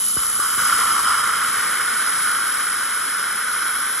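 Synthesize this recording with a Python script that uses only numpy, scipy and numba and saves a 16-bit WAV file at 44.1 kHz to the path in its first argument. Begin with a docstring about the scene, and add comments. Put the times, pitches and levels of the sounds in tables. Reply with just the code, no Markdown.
"""A dental suction tip draws air and water, close to two microphone ports that spread the treble.
From the start, air hisses over the rim and rings the tube, above the low rumble of the suction line.
Early on, four plugs of water gulp down the hose, and torn spray begins to slurp in surges in the
hollow around the tip. The slurp is loudest after about a second, then eases to a steady draw.
Near the end the tip shifts and the tube rings a little higher."""
import sys
import numpy as np
from scipy import signal
from scipy.fft import rfft, irfft
from scipy.io import wavfile
from scipy.ndimage import map_coordinates
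from numba import njit

SR = 44100
rng = np.random.default_rng(int(sys.argv[2]) if len(sys.argv) > 2 else 0)


def unload_wav(signal):
    """Save mono or channel-first audio to the path in sys.argv[1] as 16-bit WAV at rate SR, clipped to [-1, 1]."""
    wavfile.write(
        sys.argv[1],
        SR,
        np.round(np.clip(np.atleast_2d(signal).T, -1, 1) * 32767).astype(np.int16),
    )


N = 176400
TIME_S, FREQ_HZ = np.arange(N) / SR, np.arange(N // 2 + 1) * SR / N


def gain(db):
    """Turn decibels into a number to multiply by."""
    return 10 ** (np.asarray(db) / 20)


def unit(x):
    """Scale a sound to an average power of 1."""
    return x / np.sqrt(np.mean(x ** 2))


def over_time(rows):
    """Join (time_s, value) rows with straight lines."""
    return np.interp(TIME_S, *np.array(rows, float).T)


def over_pitch(rows):
    """Join (pitch_hz, value) rows, giving each octave equal room."""
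    hz, value = np.array(rows, float).T
    return np.interp(np.log(np.maximum(FREQ_HZ, 1)), np.log(hz), value)


def noise(colour):
    """Noise whose colour says how strong each pitch is."""
    return unit(irfft(rfft(rng.standard_normal(N)) * gain(over_pitch(colour)), N))


def flutter(depth_db, rate_hz):
    """A volume that wavers at random, mostly slower than rate_hz."""
    slow = FREQ_HZ / (FREQ_HZ + 2) / (1 + (FREQ_HZ / rate_hz) ** 2)
    waver = unit(irfft(rfft(rng.standard_normal(N)) * slow, N))
    return gain(depth_db * waver)


@njit
def band_pass(x, pitch_hz, width_hz):
    """Keep the sound near a pitch that may move."""
    out, band_state, low_state = np.empty(len(x)), 0., 0.
    for i in range(len(x)):
        step, damping = np.tan(np.pi * pitch_hz[i] / SR), width_hz / pitch_hz[i]
        band = (band_state + step * (x[i] - low_state)) / (1 + step * (step + damping))
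        band_state = 2 * band - band_state
        low_state += 2 * step * band
        out[i] = damping * band
    return out


def ring(x, pitch_hz, width_hz):
    """Make a sound ring at one pitch by filtering it twice."""
    centre, width = pitch_hz * np.ones(N), float(width_hz)
    return band_pass(band_pass(x, centre, width), centre, width)


# How loud the rumble is: time_s, level_db
RUMBLE_LEVEL = [(0,-53),(.6,-48),(1.1,-49),(2,-57),(4,-62.5)]
# Its colour: pitch_hz, level_db
RUMBLE_COLOUR = [(20,-24),(42,-21),(66,-1),(100,-11),(200,-4),(500,-19.5),(1000,-59),(3000,-55)]

def line_rumble():
    """The suction line rumbles low in the background."""
    return noise(RUMBLE_COLOUR) * gain(over_time(RUMBLE_LEVEL))


# How loud the air in the tube is: time_s, relative_db
TUBE_LEVEL = [(0,-28.3),(.58,-28.8),(.62,-26),(.85,-27.5),(1.1,-28.3),(1.37,-30.7),(1.56,-29.4),(1.85,-30.2),(2.05,-28.3),(2.25,-28.3),(2.45,-29.7),(2.85,-30.7),(3.3,-31.6),(3.85,-30.3),(4,-30.6)]
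# The colour the tube gives it: pitch_hz, level_db
TUBE_COLOUR = [(2500,-24.5),(2780,-26),(2930,-23),(3030,-23),(3130,-17),(3500,-17.5),(3870,-13),(4170,-20.5),(4500,-17.5),(5130,-12),(5550,-13.5),(6100,-17.5),(6450,-18),(7080,-12),(7650,-20.5),(8000,-4.5),(8400,-10),(8900,1.5),(9350,-7.5),(9900,-0.5),(10300,-1),(10850,-5),(11100,-10.5),(11700,-21.5),(13100,-23.5),(14700,-28),(15700,-17)]
# The tube rings higher as the tip shifts: time_s, pitch_ratio
TUBE_PITCH = [(0,1.005),(.7,.998),(3.1,1.012),(3.7,1.034),(4,1.037)]

def tube_hiss(boost_db=6):
    """Air swirls over the rim and rings the tube."""
    position = np.cumsum(over_time(TUBE_PITCH))  # reading the noise faster raises its pitch
    hiss = map_coordinates(noise(TUBE_COLOUR), [position], order=5, mode="wrap")
    return hiss * gain(over_time(TUBE_LEVEL) + boost_db)


# How loud the bright ring at the rim is: time_s, level_db
RIM_LEVEL = [(0,-25.5),(.3,-27),(.5,-30),(.9,-27.5),(1.3,-35),(1.6,-37),(2.15,-28.5),(2.8,-30.5),(3.35,-34),(3.7,-30),(4,-31.5)]
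# A thin sizzle, strongest while the tip is still dry: time_s, level_db
SIZZLE_LEVEL = [(0,-26.5),(.35,-28.5),(.6,-26),(1.05,-31.5),(1.3,-33),(1.6,-31.5),(2.25,-40),(2.8,-38),(4,-49)]
# Its colour: pitch_hz, level_db
SIZZLE_COLOUR = [(2700,-27),(2980,9.5),(3200,0),(3500,-39),(4500,-27),(5600,-30),(5900,-18),(6180,12),(6450,-4),(7300,7),(7800,7),(8400,-2),(9100,-25),(9500,-3),(10000,10),(10700,11.5),(11000,16),(11600,7.5),(12200,-1),(13500,-13),(14800,-6),(15700,-30)]

def air():
    """Swirling air hisses in the tube, rings at the rim and sizzles, all wavering together."""
    tube = tube_hiss()
    rim = unit(ring(rng.standard_normal(N), pitch_hz=10360, width_hz=820)) * gain(over_time(RIM_LEVEL))
    sizzle = noise(SIZZLE_COLOUR) * gain(over_time(SIZZLE_LEVEL))
    return (tube + rim + sizzle) * flutter(depth_db=0.72, rate_hz=90)


# How loud the rush in the hose is: time_s, relative_db
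RUSH_LEVEL = [(0,-42.5),(.15,-52),(.2,-37.5),(.38,-40.5),(.55,-35),(.7,-29.5),(1.1,-31.5),(1.7,-29.5),(2.4,-32.5),(4,-33)]
# Its colour: pitch_hz, level_db
RUSH_COLOUR = [(30,-45),(100,-21),(220,-10.5),(500,-10),(680,-14.5),(850,-11.5),(1050,-2.5),(1600,1.5),(1900,2),(2200,0.5),(2400,-6.5),(2750,-12.5),(3500,-7.5),(6000,-32)]

def hose_rush(sputter, boost_db=1.5):
    """Wet air rushes down the hose, sputtering along with the spray."""
    return noise(RUSH_COLOUR) * sputter * gain(over_time(RUSH_LEVEL) + boost_db)


# Plugs of water going down the hose: start_s, level_db, fade_s
GULPS = [(0.166,-25,0.015),(0.393,-27,0.0056),(.575,-30,0.0094),(.618,-33,0.011)]

def gulps(start_hz=647, end_hz=51.6, fall_s=0.0045, rise_s=0.00047):
    """Each plug of water gives a short thump that falls quickly in pitch."""
    out = np.zeros(N)
    for start_s, level_db, fade_s in GULPS:
        age = np.maximum(TIME_S - start_s, 0)
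        cycles = end_hz * age + (start_hz - end_hz) * fall_s * (1 - np.exp(-age / fall_s))
        shape = (1 - np.exp(-age / rise_s)) * np.exp(-age / fade_s)
        out += gain(level_db) * shape * np.sin(2 * np.pi * cycles)
    return out


# The steady draw of water torn up at the tip: time_s, relative_db
WATER_LEVEL = [(0,-37),(.15,-37),(.2,-31),(.35,-30.5),(.56,-28),(.61,-22.3),(.8,-20.2),(1,-20.3),(1.03,-23),(1.11,-18.6),(1.3,-21.2),(1.55,-23.3),(2,-24.4),(2.4,-23.6),(2.7,-25.3),(3.2,-25.9),(3.55,-25.1),(4,-26.7)]
# Surges as the tip catches more water: start_s, hold_s, relative_db
SURGES = [(.168,.026,-26),(.215,.022,-27.5),(.396,.073,-21.3),(.505,.035,-27),(.577,.025,-22.5),(.655,.025,-22),(.9,.025,-22.5),(1.047,.045,-18.8)]

def water_flow(rise_s=0.0037, fade_s=0.018, trim_db=-0.5):
    """How strong the spray is: a steady draw plus surges that start sharply, hold and fade."""
    power = gain(over_time(WATER_LEVEL)) ** 2
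    for start_s, hold_s, level_db in SURGES:
        rise = np.clip((TIME_S - start_s) / rise_s, 0, 1)
        fade = np.exp(-np.maximum(TIME_S - start_s - hold_s, 0) / fade_s)
        power += (gain(level_db) * rise * fade) ** 2
    return np.sqrt(power) * gain(trim_db)


def spray(drops_per_s=1300, spread_db=3.3, biggest_db=10):
    """Torn water: tiny droplet clicks of random size, mixed with an equally strong hiss."""
    clicks = (rng.random(N) < drops_per_s / SR) * rng.choice([-1, 1], N)
    sizes = gain(np.minimum(spread_db * rng.exponential(size=N), biggest_db))
    return unit(clicks * sizes) + rng.standard_normal(N)


# The middle pitch of the hollow around the tip: time_s, pitch_hz
HOLLOW_PITCH = [(0,1350),(.35,1365),(.55,1415),(.75,1365),(.9,1335),(1.15,1355),(1.5,1415),(2.2,1435),(4,1450)]
# The hollow's notes around that pitch: pitch_ratio, width_hz, relative_db
HOLLOW_NOTES = [(.86,280,-2),(1,206,2),(1.07,233,-0.5)]
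# The tube's notes, before TUBE_PITCH moves them: pitch_hz, width_hz, relative_db
TUBE_NOTES = [(2992,128,-7),(3156,150,-7),(5096,236,-7.5),(8180,370,-6.5),(9300,420,-25)]

def slurp():
    """Sputtering spray rings the hollow and the tube while wet air rushes down the hose."""
    sputter = flutter(depth_db=1.0, rate_hz=70)
    droplets = spray() * sputter
    hollow = sum(gain(db) * ring(droplets, ratio * over_time(HOLLOW_PITCH), width_hz) * (-1) ** k
                 for k, (ratio, width_hz, db) in enumerate(HOLLOW_NOTES))  # every other wave is flipped
    mist = rng.standard_normal(N) * sputter
    tube = sum(gain(db) * ring(mist, pitch_hz * over_time(TUBE_PITCH), width_hz)
               for pitch_hz, width_hz, db in TUBE_NOTES)
    return unit(hollow + tube) * water_flow() + hose_rush(sputter)


def with_echoes(x, level_db=-13, fade_s=0.017):
    """Nearby surfaces bounce a little of the sound back almost at once."""
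    age = np.arange(SR // 20) / SR
    echoes = rng.standard_normal(len(age)) * np.exp(-age / fade_s) * (age > .002)
    return x + gain(level_db) * signal.fftconvolve(x, echoes / np.linalg.norm(echoes))[:N]


# How far the wave at the left port runs ahead: pitch_hz, lead_radians
LEFT_LEAD = [(100,0.05),(1200,-.2),(1700,0),(2800,0.22),(3450,0.84),(4450,1),(4900,3.2),(5300,5.2),(5800,6.2),(6300,5.4),(7200,7.6),(8100,8.6),(8900,9.28),(9400,9.4),(9750,10),(11400,11.38),(12000,12.5),(13700,12.6),(15500,15.7)]
# How much louder the left port is: pitch_hz, left_minus_right_db
LEFT_BALANCE = [(200,0.5),(450,0.3),(700,-1),(1200,0.5),(1380,-3.5),(1600,1),(2600,-0.8),(3500,1),(4300,-3),(4600,1),(5050,-2),(5600,0)]
# How alike the two ports sound: pitch_hz, likeness_0_to_1
PORT_LIKENESS = [(250,1),(700,0.89),(1200,0.99),(1900,1),(2700,0.87),(3100,0.8),(4400,0.95),(5100,0.69),(6000,0.97),(8100,0.95),(9000,1),(10700,0.96),(14000,.66),(15500,0.93)]

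def microphone_ports(direct, scattered):
    """Two close openings hear the direct sound out of step; scattered sound makes them less alike."""
    likeness = np.clip(over_pitch(PORT_LIKENESS), 0, 1)
    shared = rfft(direct) * np.sqrt((1 + likeness) / 2)
    apart = rfft(scattered) * np.sqrt((1 - likeness) / 2)
    lead = np.exp(1j * over_pitch(LEFT_LEAD))
    balance = gain(over_pitch(LEFT_BALANCE) / 2)
    left = irfft((shared + apart) * lead * balance, N)
    right = irfft((shared - apart) / balance, N)
    return np.array([left, right])


def scene():
    """Rumble, hiss, gulps and slurp reach the two ports."""
    direct = line_rumble() + with_echoes(air()) + gulps() + slurp()
    scattered = air() + slurp()  # the same sources with fresh randomness
    return microphone_ports(direct, scattered)


def record(dry):
    """Cut away the deepest rumble and the very top of the treble."""
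    low_hz, top_hz = 38, 15650
    low_cut = signal.butter(2, low_hz, "high", fs=SR, output="sos")
    top_cut = signal.ellip(12, .1, 80, top_hz, fs=SR, output="sos")
    return signal.sosfilt(top_cut, signal.sosfilt(low_cut, dry))


dry = scene()
out = record(dry)
unload_wav(out)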